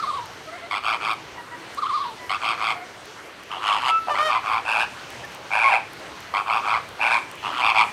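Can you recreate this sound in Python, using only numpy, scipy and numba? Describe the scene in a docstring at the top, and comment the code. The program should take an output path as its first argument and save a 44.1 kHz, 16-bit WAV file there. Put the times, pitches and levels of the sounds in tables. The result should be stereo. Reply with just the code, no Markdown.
"""Over a steady murmur with rumble, faint tones, ticks and far honks, a hoarse trilled cry is just ending.
Short whistles (gliding partials) lead to two clusters of flamingo honks, a second trilled cry between them.
A honk is a membrane fluttering about 110 times a second, each flap a puff into the windpipe resonances.
From 3.5 s on a thin, a near and a deep voice follow one another amid two nasal notes and louder whistles.
Echoes, a dying tail of noise, trail all the near birds; thin and near honks close the scene."""
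import sys
import numpy as np
from scipy import signal
from scipy.io import wavfile
from scipy.ndimage import uniform_filter1d
from numba import njit

SR = 44100
rng = np.random.default_rng(int(sys.argv[2]) if len(sys.argv) > 2 else 0)


def gain_from_decibels(decibels):
    """Convert decibel values to linear amplitude factors."""
    exponent = np.asarray(decibels, float) / 20
    return 10 ** exponent


def file_out(sig):
    """Save sig as 16-bit WAV at sys.argv[1]."""
    # one column per channel
    cols = np.atleast_2d(sig).T
    # limit, then scale
    lim = np.clip(cols, -1, 1)
    pcm = np.round(lim * 32767).astype(np.int16)
    wavfile.write(sys.argv[1], SR, pcm)


N = 349272


def rms_one(x):
    """Normalisation: scale to unit rms."""
    return x / np.sqrt(np.mean(x ** 2) + 1e-20)


def lay_out(rows):
    """Linear interpolation: sample span of a table, a short fade at both ends, and its columns over the span."""
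    s, *columns = np.transpose(rows)
    at = np.arange(round(s[0] * SR), min(round(s[-1] * SR), N))
    fade_s = .0015
    fade = np.clip(np.minimum(at - at[0], at[-1] - at) / (fade_s * SR), 0, 1)
    return at, fade, [np.interp(at / SR, s, column) for column in columns]


def at_hz(points, hz):
    """Logarithmic pitch scale: read a spectrum by interpolating on a log-frequency axis."""
    point_hz, value = np.transpose(points)
    return np.interp(np.log(hz), np.log(point_hz), value)


def drift(per_s, size):
    """Random modulation of unit rms: straight lines between random values, per_s of them a second."""
    t = np.arange(size) * per_s / SR
    knots = np.arange(int(t[-1]) + 2)
    return rms_one(np.interp(t, knots, rng.standard_normal(len(knots))))


def panned(x, db):
    """Level-difference stereo: left louder than right by db."""
    return x * gain_from_decibels(np.array([[db / 2], [-db / 2]]))


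@njit
def resonate(x, turn, r):
    """Two-pole resonance whose centre (radians a sample) moves."""
    y = np.zeros(len(x))
    for i in range(2, len(x)):
        y[i] = x[i] - x[i - 2] + 2 * r * np.cos(turn[i]) * y[i - 1] - r * r * y[i - 2]
    return y


def pipe(x, hz, width_hz):
    """Cascaded resonance: three equal stages, each width_hz wide, give steep flanks; rms 1."""
    turn = 2 * np.pi * hz / SR * np.ones(len(x))
    r = np.exp(-np.pi * width_hz / SR)
    for _ in range(3):
        x = resonate(x, turn, r)
    return rms_one(x)


def flaps(per_s, jitter, rough, narrow, uneven_db):
    """Flow modulation: each flap gives a sharp slap and turbulence; also how far the membrane stands open."""
    size = len(per_s)
    phase = np.cumsum(per_s * (1 + jitter * drift(110, size))) / SR + 0.1002
    flap_strength = gain_from_decibels(uneven_db * rng.standard_normal(200))
    strength = flap_strength[phase.astype(int) % 200]
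    slap = np.diff(np.floor(phase + 0.67), prepend=0)
    opening = (.5 - .5 * np.cos(2 * np.pi * phase)) ** narrow
    turbulence = (opening + .3) * rng.standard_normal(size)
    rough = np.clip(rough, 0, 1)   # share of turbulence in the power
    air = np.sqrt(1 - rough) * rms_one(slap) + np.sqrt(rough) * rms_one(turbulence)
    leak = np.linspace(.45, 1.2, size)   # air between flaps, from the start to the end of a syllable
    return air, strength * (opening + leak)


def tone(hz, partials_db, wobble, flutter_db):
    """Additive synthesis: partials of given rms levels on a slightly unsteady pitch and level."""
    phase = 2 * np.pi * np.cumsum(hz * (1 + wobble * drift(81.4, len(hz)))) / SR
    stack = sum(gain_from_decibels(db) * np.sin((k + 1) * phase) for k, db in enumerate(partials_db))
    return np.sqrt(2) * stack * gain_from_decibels(flutter_db * drift(125.6, len(hz)))


# faint tones of steady pitch: tone_hz [Hz], middle peak level_db [dB]
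HUM_TONES = [(1700, -60), (1870, -62)]


def hum():
    """Pure tones in antiphase: opposite in the two channels, their levels drifting slowly."""
    t = np.arange(N) / SR
    tones = sum(gain_from_decibels(db + 3.0 * drift(3.8, N)) * np.sin(2 * np.pi * hz * t) for hz, db in HUM_TONES)
    return tones * [[1], [-1]]


# spectrum of the murmur: band_hz [Hz], relative density_db [dB per Hz]
MURMUR_SPECTRUM = [(15, -46), (25, -25), (42, -17), (70, -4), (110, -.5), (200, -4.5), (290, -4), (368, 3),
                   (433, 0), (1080, 0.1), (2120, -3), (4870, -12), (10400, -25.5), (15500, -38)]
# course of its level before a 1 dB lift: time_s [s], level_db [dB]
MURMUR_COURSE = [(0, -37), (.4, -41), (1.5, -40), (2.8, -39), (3.4, -41), (5.0, -37.5), (6.0, -39),
                 (7.9, -37)]
# likeness of left and right: band_hz [Hz], correlation [0 to 1]
MURMUR_LIKENESS = [(60, 0.52), (240, 0.39), (950, 0.26), (3770, 0.42), (15000, 0.35)]
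# stereo balance: band_hz [Hz], left_over_right_db [dB]
MURMUR_BALANCE = [(60, -4), (380, -1.5), (2380, -1.5), (15000, 0.5)]


def murmur(patchy_db):
    """Band-filtered noise: far flock, leaves and rumble in half-octaves, each flickering on its own."""
    out, together = 0, drift(6, N)   # together: a smaller flicker shared by all bands
    edges = 25 * 2 ** np.arange(0, 9.6, .5)
    white = rng.standard_normal((2, 2, N))   # neighbouring bands use different noise
    for k, (low, high) in enumerate(zip(edges, edges[1:])):
        band = signal.butter(2, [low, high], "band", fs=SR, output="sos")
        mid, side = signal.sosfilt(band, white[k % 2])
        hz = np.sqrt(low * high)
        alike = np.clip(at_hz(MURMUR_LIKENESS, hz), 0, 1)
        stereo = np.sqrt(1 + alike) * mid + np.sqrt(1 - alike) * side * [[1], [-1]]
        flicker_db = patchy_db * (0.36 * together + drift(15, N))
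        gain = gain_from_decibels(at_hz(MURMUR_SPECTRUM, hz) + flicker_db)
        out = out + gain * panned(stereo, at_hz(MURMUR_BALANCE, hz))
    s, db = np.transpose(MURMUR_COURSE)
    return gain_from_decibels(np.interp(np.arange(N) / SR, s, db) + 1.0) * rms_one(out)


# single ticks: start_s [s], level_db [dB, before a 3 dB cut and the band filter], left_over_right_db [dB]
TICK_TIMES = [(0.2583, -31, 5), (0.4394, -46, -1.0), (1.1344, -33, -0.5), (1.7473, -31, -0.5),
              (3.056, -32, -1.0), (3.4346, -36, -3.5), (5.104, -30, 0.0), (5.25, -33, -1.5),
              (5.3224, -39, -1.0), (5.348, -30, -1.0), (5.933, -29, -0.5), (5.9968, -38, 3),
              (6.2046, -31, 4), (6.8894, -32, 7), (7.314, -29.5, -1.0), (7.354, -34, 2)]


def ticks():
    """Impulsive noise: dry ticks of bills and twigs die away in 3 ms; faint clicks come at random."""
    out, burst = np.zeros((2, N)), np.arange(130)
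    decay = np.exp(-burst / 62.0)
    for s, db, pan_db in TICK_TIMES:
        out[:, round(s * SR) + burst] += panned(gain_from_decibels(db - 3) * rng.standard_normal(130) * decay, pan_db)
    faint_per_s = 25
    faint = (rng.random(N) < faint_per_s / SR) * gain_from_decibels(-51 + 4.0 * rng.standard_normal((2, N)))
    band = signal.butter(2, [1800, 13000], "band", fs=SR, output="sos")
    return signal.sosfilt(band, out + faint)


def far_flock(level_db, count=40):
    """Source and filter: far birds honk at random, short, faint and dull, flaps through two resonances."""
    out = np.zeros((2, N))
    for start, length, pitch, loud, side in rng.random((count, 5)):
        size = round((.04 + .1 * length) * SR)
        at = round(start * (N - SR // 5)) + np.arange(size)
        air, _ = flaps(np.full(size, 105.), jitter=.03, rough=1.0, narrow=0.87, uneven_db=1.5)
        hz = 500 + 700 * pitch
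        voice = pipe(air, hz, 440) + gain_from_decibels(-8.5) * pipe(air, 2.16 * hz, 450)
        honk = gain_from_decibels(level_db + 6.6 * loud) * np.hanning(size) * voice
        out[:, at] += panned(honk, 8.0 * (side - .5))
    return out


def echoes(x):
    """Diffuse reverberation: trees and walls scatter back a dull dying tail, unrelated left and right."""
    t60_s, level_db, band_hz = .3, -10, [600, 7000]
    t = np.arange(SR // 2) / SR
    onset = np.clip(t / 0.0013, 0, 1)
    tail = rng.standard_normal((2, len(t))) * gain_from_decibels(-60 * t / t60_s) * onset
    tail = signal.sosfilt(signal.butter(1, band_hz, "band", fs=SR, output="sos"), tail)
    return gain_from_decibels(level_db) * signal.fftconvolve(x, rms_one(tail) / np.sqrt(len(t)), axes=1)[:, :N]


# clear whistles and coos: voice, start_s [s], length_s [s], start pitch_hz [Hz],
# first partial's level_db [dB, before swell and flutter], left_over_right_db [dB]
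WHISTLE_NOTES = [("reed", .472, .03, 650, -39, -4), ("coo", .51, .065, 660, -42, 19),
                 ("reed", .575, .03, 1040, -45, 0), ("coo", .616, .062, 655, -41.5, 14),
                 ("reed", 1.371, .043, 978, -43, 16), ("reed", 1.511, .051, 975, -41, 9),
                 ("reed", 2.18, .097, 1010, -46, 13), ("coo", 2.751, .05, 680, -38, -2),
                 ("coo", 2.801, .045, 685, -39, 3), ("coo", 3.069, .051, 410, -46, 0),
                 ("squeak", 3.682, .052, 1150, -21, 2), ("flute", 3.885, .11, 1315, -19.5, 4.5),
                 ("flute", 3.992, .09, 1316, -40, -4), ("squeak", 4.344, .044, 1035, -20.5, -2),
                 ("squeak", 4.5, .08, 1060, -24, 4), ("squeak", 5.236, .024, 1780, -38, -6),
                 ("squeak", 5.638, .069, 1095, -16.5, -6), ("drop", 5.699, .062, 997, -24, -3),
                 ("flute", 6.017, .233, 1075, -48.5, -7), ("squeak", 7.147, .04, 1090, -21, 0),
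                 ("squeak", 7.702, .032, 1075, -26, -10)]
# their voices: glide [share of the pitch], second_db [dB re first], third_db [dB re first],
# waver [share of the pitch]
WHISTLE_VOICES = {"coo": (.1, -9, -8, .012), "reed": (-.025, -.5, -14, .008),
                  "squeak": (-.028, -16, -24, .006), "flute": (.001, -17, -40, .003),
                  "drop": (-.41, -8, -15, .006)}


def whistles():
    """Harmonic series: three partials swell and fade on a straight glide."""
    out = np.zeros((2, N))
    for voice, start, length, hz, db, pan_db in WHISTLE_NOTES:
        glide, second_db, third_db, waver = WHISTLE_VOICES[voice]
        at = np.arange(round(start * SR), round((start + length) * SR))
        swell = np.abs(np.sin(np.linspace(0, np.pi, len(at)))) ** 0.46
        pitch_hz = hz * np.linspace(1, 1 + glide, len(at))
        note = tone(pitch_hz, [0, second_db, third_db], wobble=waver, flutter_db=0.5)
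        out[:, at] += panned(gain_from_decibels(db) * swell * note, pan_db)
    return out


# nasal notes: start_s [s], length_s [s], top_at [share of the length], top pitch_hz [Hz],
# level_db [dB, to which the partial levels add]
TRUMPET_NOTES = [(4.095, .055, .1, 605, -31), (4.185, .125, .6, 628, -27.5)]
# lowest nine partials: level_db [dB re the note's level]
LOW_PARTIALS_DB = [-3, 5, -4.5, -12, -7.5, -15, -19, -20, -22]


def trumpets():
    """Rich harmonic series: twenty partials sound nasal, with a random breathy tremor of the level."""
    out = np.zeros((2, N))
    bend, edge_db = .045, -3.5   # pitch (share) and level lie lower at both ends
    partials_db = list(LOW_PARTIALS_DB) + list(-26 - 1.0 * np.arange(11))   # upper ones fall 1 dB a step
    for start, length, top_at, top_hz, top_db in TRUMPET_NOTES:
        corners = [(start, 1), (start + top_at * length, 0), (start + length, 1)]
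        at, fade, (slack,) = lay_out(corners)
        breath = 1 + 0.26 * drift(400, len(at))
        note = tone(top_hz * (1 - bend * slack), partials_db, wobble=0.0025, flutter_db=0.0)
        out[:, at] += panned(fade * gain_from_decibels(top_db + edge_db * slack) * breath * note, -1.5)
    return out


# hoarse trilled cries: start_s [s], level_db [dB, added to the course]
WARBLE_CRIES = [(-.096, -1.5), (1.77, 0.1)]
# course of one cry: age_s [s], centre_hz [Hz], swing_hz [Hz], level_db [dB]
WARBLE_COURSE = [(0, 1200, 190, -40), (.01, 1205, 185, -28), (.1, 1200, 160, -24.5), (.2, 1130, 75, -26),
                 (.27, 1070, 50, -28), (.31, 930, 40, -36), (.37, 900, 20, -42)]


def warbles():
    """Frequency modulation: a quickening trill that breaks at its highest swings, amid breath noise and hiss."""
    out = np.zeros(N)
    trill_per_s, quickening = 12.6, 11.0   # swings a second at the start; gain in swings a second, per s
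    break_hz, break_db_per_hz = 1270, .2   # above this pitch the voice breaks off
    for start, level_db in WARBLE_CRIES:
        at, fade, (centre, swing, db) = lay_out(np.add(WARBLE_COURSE, [start, 0, 0, level_db]))
        age = at / SR - start
        hz = centre - swing * np.cos(2 * np.pi * age * (trill_per_s + quickening * age / 2))
        db = db - break_db_per_hz * np.maximum(hz - break_hz, 0)
        breath = rng.standard_normal(len(at))
        hoarse = gain_from_decibels(-7.5) * pipe(breath, hz, 270)
        hiss_hz = 3800 * (1 + 0.07 * drift(30, len(at)))
        hoarse += gain_from_decibels(-15.5 + 2.1 * drift(61.6, len(at))) * pipe(breath, hiss_hz, 1800)
        hoarse += gain_from_decibels(-36) * pipe(breath, 8700, 2700)
        voice = tone(hz, [0, -24, -24], wobble=0.0132, flutter_db=-0.5) + hoarse
        cry = fade * gain_from_decibels(db) * voice
        out[at[at >= 0]] += cry[at >= 0]   # a cry may begin before the scene
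    return panned(out, -1.3)


# windpipes: stage widths (low_width_hz, second_width_hz) [Hz] of the two moving resonances,
# left_over_right_db [dB], then fixed resonances: centre_hz [Hz], stage width_hz [Hz],
# level_db [dB, to which a syllable's brightness adds]
NEAR_BIRD = (500, 520), 1.0, [(3200, 950, 1.1), (4500, 950, -5.5), (5300, 400, -16), (6600, 600, -22),
             (8200, 1500, -16), (11000, 2500, -25)]
DEEP_BIRD = (360, 350), -1.7, [(1520, 320, 1.1), (3430, 1030, -13), (4600, 1500, -17), (6400, 450, -41),
             (8300, 4500, -21), (11500, 2700, -40)]
THIN_BIRD = (560, 820), 0.67, [(2255, 760, 2), (4040, 1100, -5), (5000, 1200, -12.5), (6440, 1100, -18.5),
             (7870, 4500, -13.5), (11600, 7500, -28.5)]
# dull resonance under each voice: centre_hz [Hz], stage width_hz [Hz], level_db [dB re the low resonance]
CHEST_RESONANCE = {"near": (750, 280, -12), "deep": (600, 250, -20), "thin": (700, 300, -24)}
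# share of the brightness that the second resonance takes on, by bird: share [0 to 1]
SECOND_BRIGHTNESS = {"near": .55, "deep": 0, "thin": 0}
# honk syllables: bird, kind, start_s [s], length_s [s], level_db [dB, to which the envelope adds],
# low resonance low_hz [Hz], brightness_db [dB]
HONK_SYLLABLES = [("near", "opener", .708, .092, -26.5, 1115, -9),
                  ("near", "middle", .826, .15, -25.5, 1130, -11),
                  ("near", "closer", 1.0, .152, -27, 1140, -11),
                  ("near", "opener", 2.292, .086, -26, 1140, -9),
                  ("near", "middle", 2.405, .155, -26.5, 1150, -10),
                  ("near", "closer", 2.575, .17, -26, 1150, -11),
                  ("thin", "yap", 3.504, .096, -33, 955, -20), ("thin", "bray", 3.6, .2, -25, 1045, -14),
                  ("thin", "swell", 3.8, .11, -23.5, 1040, -11), ("thin", "gulp", 4.07, .05, -23, 830, -27),
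                  ("near", "opener", 4.142, .098, -25, 1125, -16),
                  ("near", "middle", 4.265, .132, -24, 1065, -16),
                  ("near", "closer", 4.43, .18, -25, 1070, -18),
                  ("deep", "hoot", 4.65, .208, -27, 880, -1.5),
                  ("deep", "blare", 5.503, .225, -24.5, 865, -5.5),
                  ("deep", "echoer", 5.71, .088, -21.5, 845, -6.5),
                  ("near", "opener", 6.336, .092, -23.5, 1085, -16),
                  ("near", "middle", 6.46, .155, -23, 1040, -18),
                  ("near", "closer", 6.625, .17, -22.5, 1100, -18),
                  ("deep", "blare", 6.992, .115, -24.5, 870, -5.5),
                  ("deep", "echoer", 7.09, .112, -22.5, 955, -3),
                  ("thin", "yap", 7.427, .103, -30, 1000, -16), ("thin", "swell", 7.52, .1, -26, 1110, -14),
                  ("near", "shout", 7.608, .132, -21, 1020, -15),
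                  ("near", "shout", 7.745, .108, -18, 1000, -14.5)]
# kinds: envelope (attack_s [s], first_db [dB], drift_db while held [dB], release_s [s], last_db [dB]),
# voice (start_rate, end_rate [flaps per s], glide of the low resonance [share],
# second resonance start_hz, end_hz [Hz], second_db [dB, before brightness])
SYLLABLE_KINDS = {"opener": ((.005, -25, -3, .035, -22), (98, 102, .08, 2140, 2450, 3.8)),
                  "middle": ((.04, -12, -.8, .045, -17), (109, 116, -.09, 2470, 2310, 4.1)),
                  "closer": ((.052, -11, 1.1, .04, -24), (105, 114, -.1, 2400, 2240, 3.8)),
                  "shout": ((.03, -9, 0.1, .042, -22), (112, 112, -.06, 2385, 2420, 8.3)),
                  "blare": ((.027, -18, 0.6, .03, -14), (105, 120, .08, 2400, 2420, 3.5)),
                  "hoot": ((.035, -12, -.5, .03, -24), (111, 112, .01, 2540, 2480, 3.0)),
                  "echoer": ((.025, -7, -4, .037, -26), (120, 110, .08, 2420, 2340, 2.2)),
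                  "yap": ((.01, -26, -6, .015, -6), (110, 72, -.25, 2830, 3040, -5.5)),
                  "gulp": ((.016, -25, -4, .015, -8), (98, 77, -.34, 2700, 2600, -19.5)),
                  "bray": ((.084, -14, -6, .015, -6), (106, 100, -.18, 2950, 2900, -6)),
                  "swell": ((.09, -8, 0.1, .012, -6), (115, 130, -.22, 2815, 3030, -6.5))}


def honker(name, bird):
    """Source and filter: flaps excite one bird's windpipe, whose ring is damped while the membrane is shut."""
    (low_width, second_width), pan_db, fixed = bird
    chest_hz, chest_width, chest_db = CHEST_RESONANCE[name]
    out = np.zeros(N)
    for owner, kind, start, length, db, low_hz, upper_db in HONK_SYLLABLES:
        if owner != name:
            continue
        envelope, manner = SYLLABLE_KINDS[kind]
        attack, first_db, drift_db, release, last_db = envelope
        rate_0, rate_1, glide, second_0, second_1, second_db = manner
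        hold_end = max(length - release, attack)
        corners = [(0, first_db), (attack, -drift_db / 2), (hold_end, drift_db / 2), (length, last_db)]
        # pressure swells evenly between corners
        at, fade, (effort,) = lay_out([(start + s, gain_from_decibels(db + rise_db)) for s, rise_db in corners])
        size = len(at)
        rate = np.linspace(rate_0, rate_1, size)
        air, opening = flaps(rate, jitter=.03, rough=.78, narrow=1.0, uneven_db=.8)
        shake = 1 + 0.028 * drift(110.1, size)   # the throat shakes at about the pace of the flaps
        bright = (effort / effort.max()) ** .5   # harder blowing brings out the treble
        low_course = low_hz * np.linspace(1 - glide / 2, 1 + glide / 2, size)
        second_course = np.linspace(second_0, second_1, size)
        second_gain = gain_from_decibels(second_db + SECOND_BRIGHTNESS[name] * upper_db)
        voice = pipe(air, shake * low_course, low_width)
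        voice -= second_gain * bright * pipe(air, shake * second_course, second_width)
        voice -= gain_from_decibels(chest_db) * pipe(air, shake * chest_hz, chest_width)
        for k, (hz, width, level_db) in enumerate(fixed):   # signs alternate
            voice += (-1) ** k * gain_from_decibels(upper_db + level_db) * bright * pipe(air, shake * hz, width)
        power = uniform_filter1d(voice ** 2, 400)   # steady air pressure evens out the flaps
        voice = voice * (np.mean(power) / (power + 1e-9)) ** .5
        out[at] += fade * effort * voice * rms_one(opening)
    return panned(out, pan_db)


def scene():
    """Superposition: near birds with their echoes over the background."""
    background = hum() + murmur(patchy_db=1.84) + ticks() + far_flock(level_db=-50.5)
    cries = whistles() + trumpets() + warbles()
    honks = honker("near", NEAR_BIRD) + honker("deep", DEEP_BIRD) + honker("thin", THIN_BIRD)
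    birds = cries + honks
    return background + birds + echoes(birds)


def roll_off(x):
    """The treble ends steeply here."""
    return signal.sosfilt(signal.butter(12, 15840, fs=SR, output="sos"), x)


def record(dry):
    """Soft saturation: the microphone amplifier rounds the highest peaks."""
    top = .9   # ceiling, full scale = 1
    mix = top * np.tanh(dry / top)
    return roll_off(mix)


dry = scene()
out = record(dry)
file_out(out)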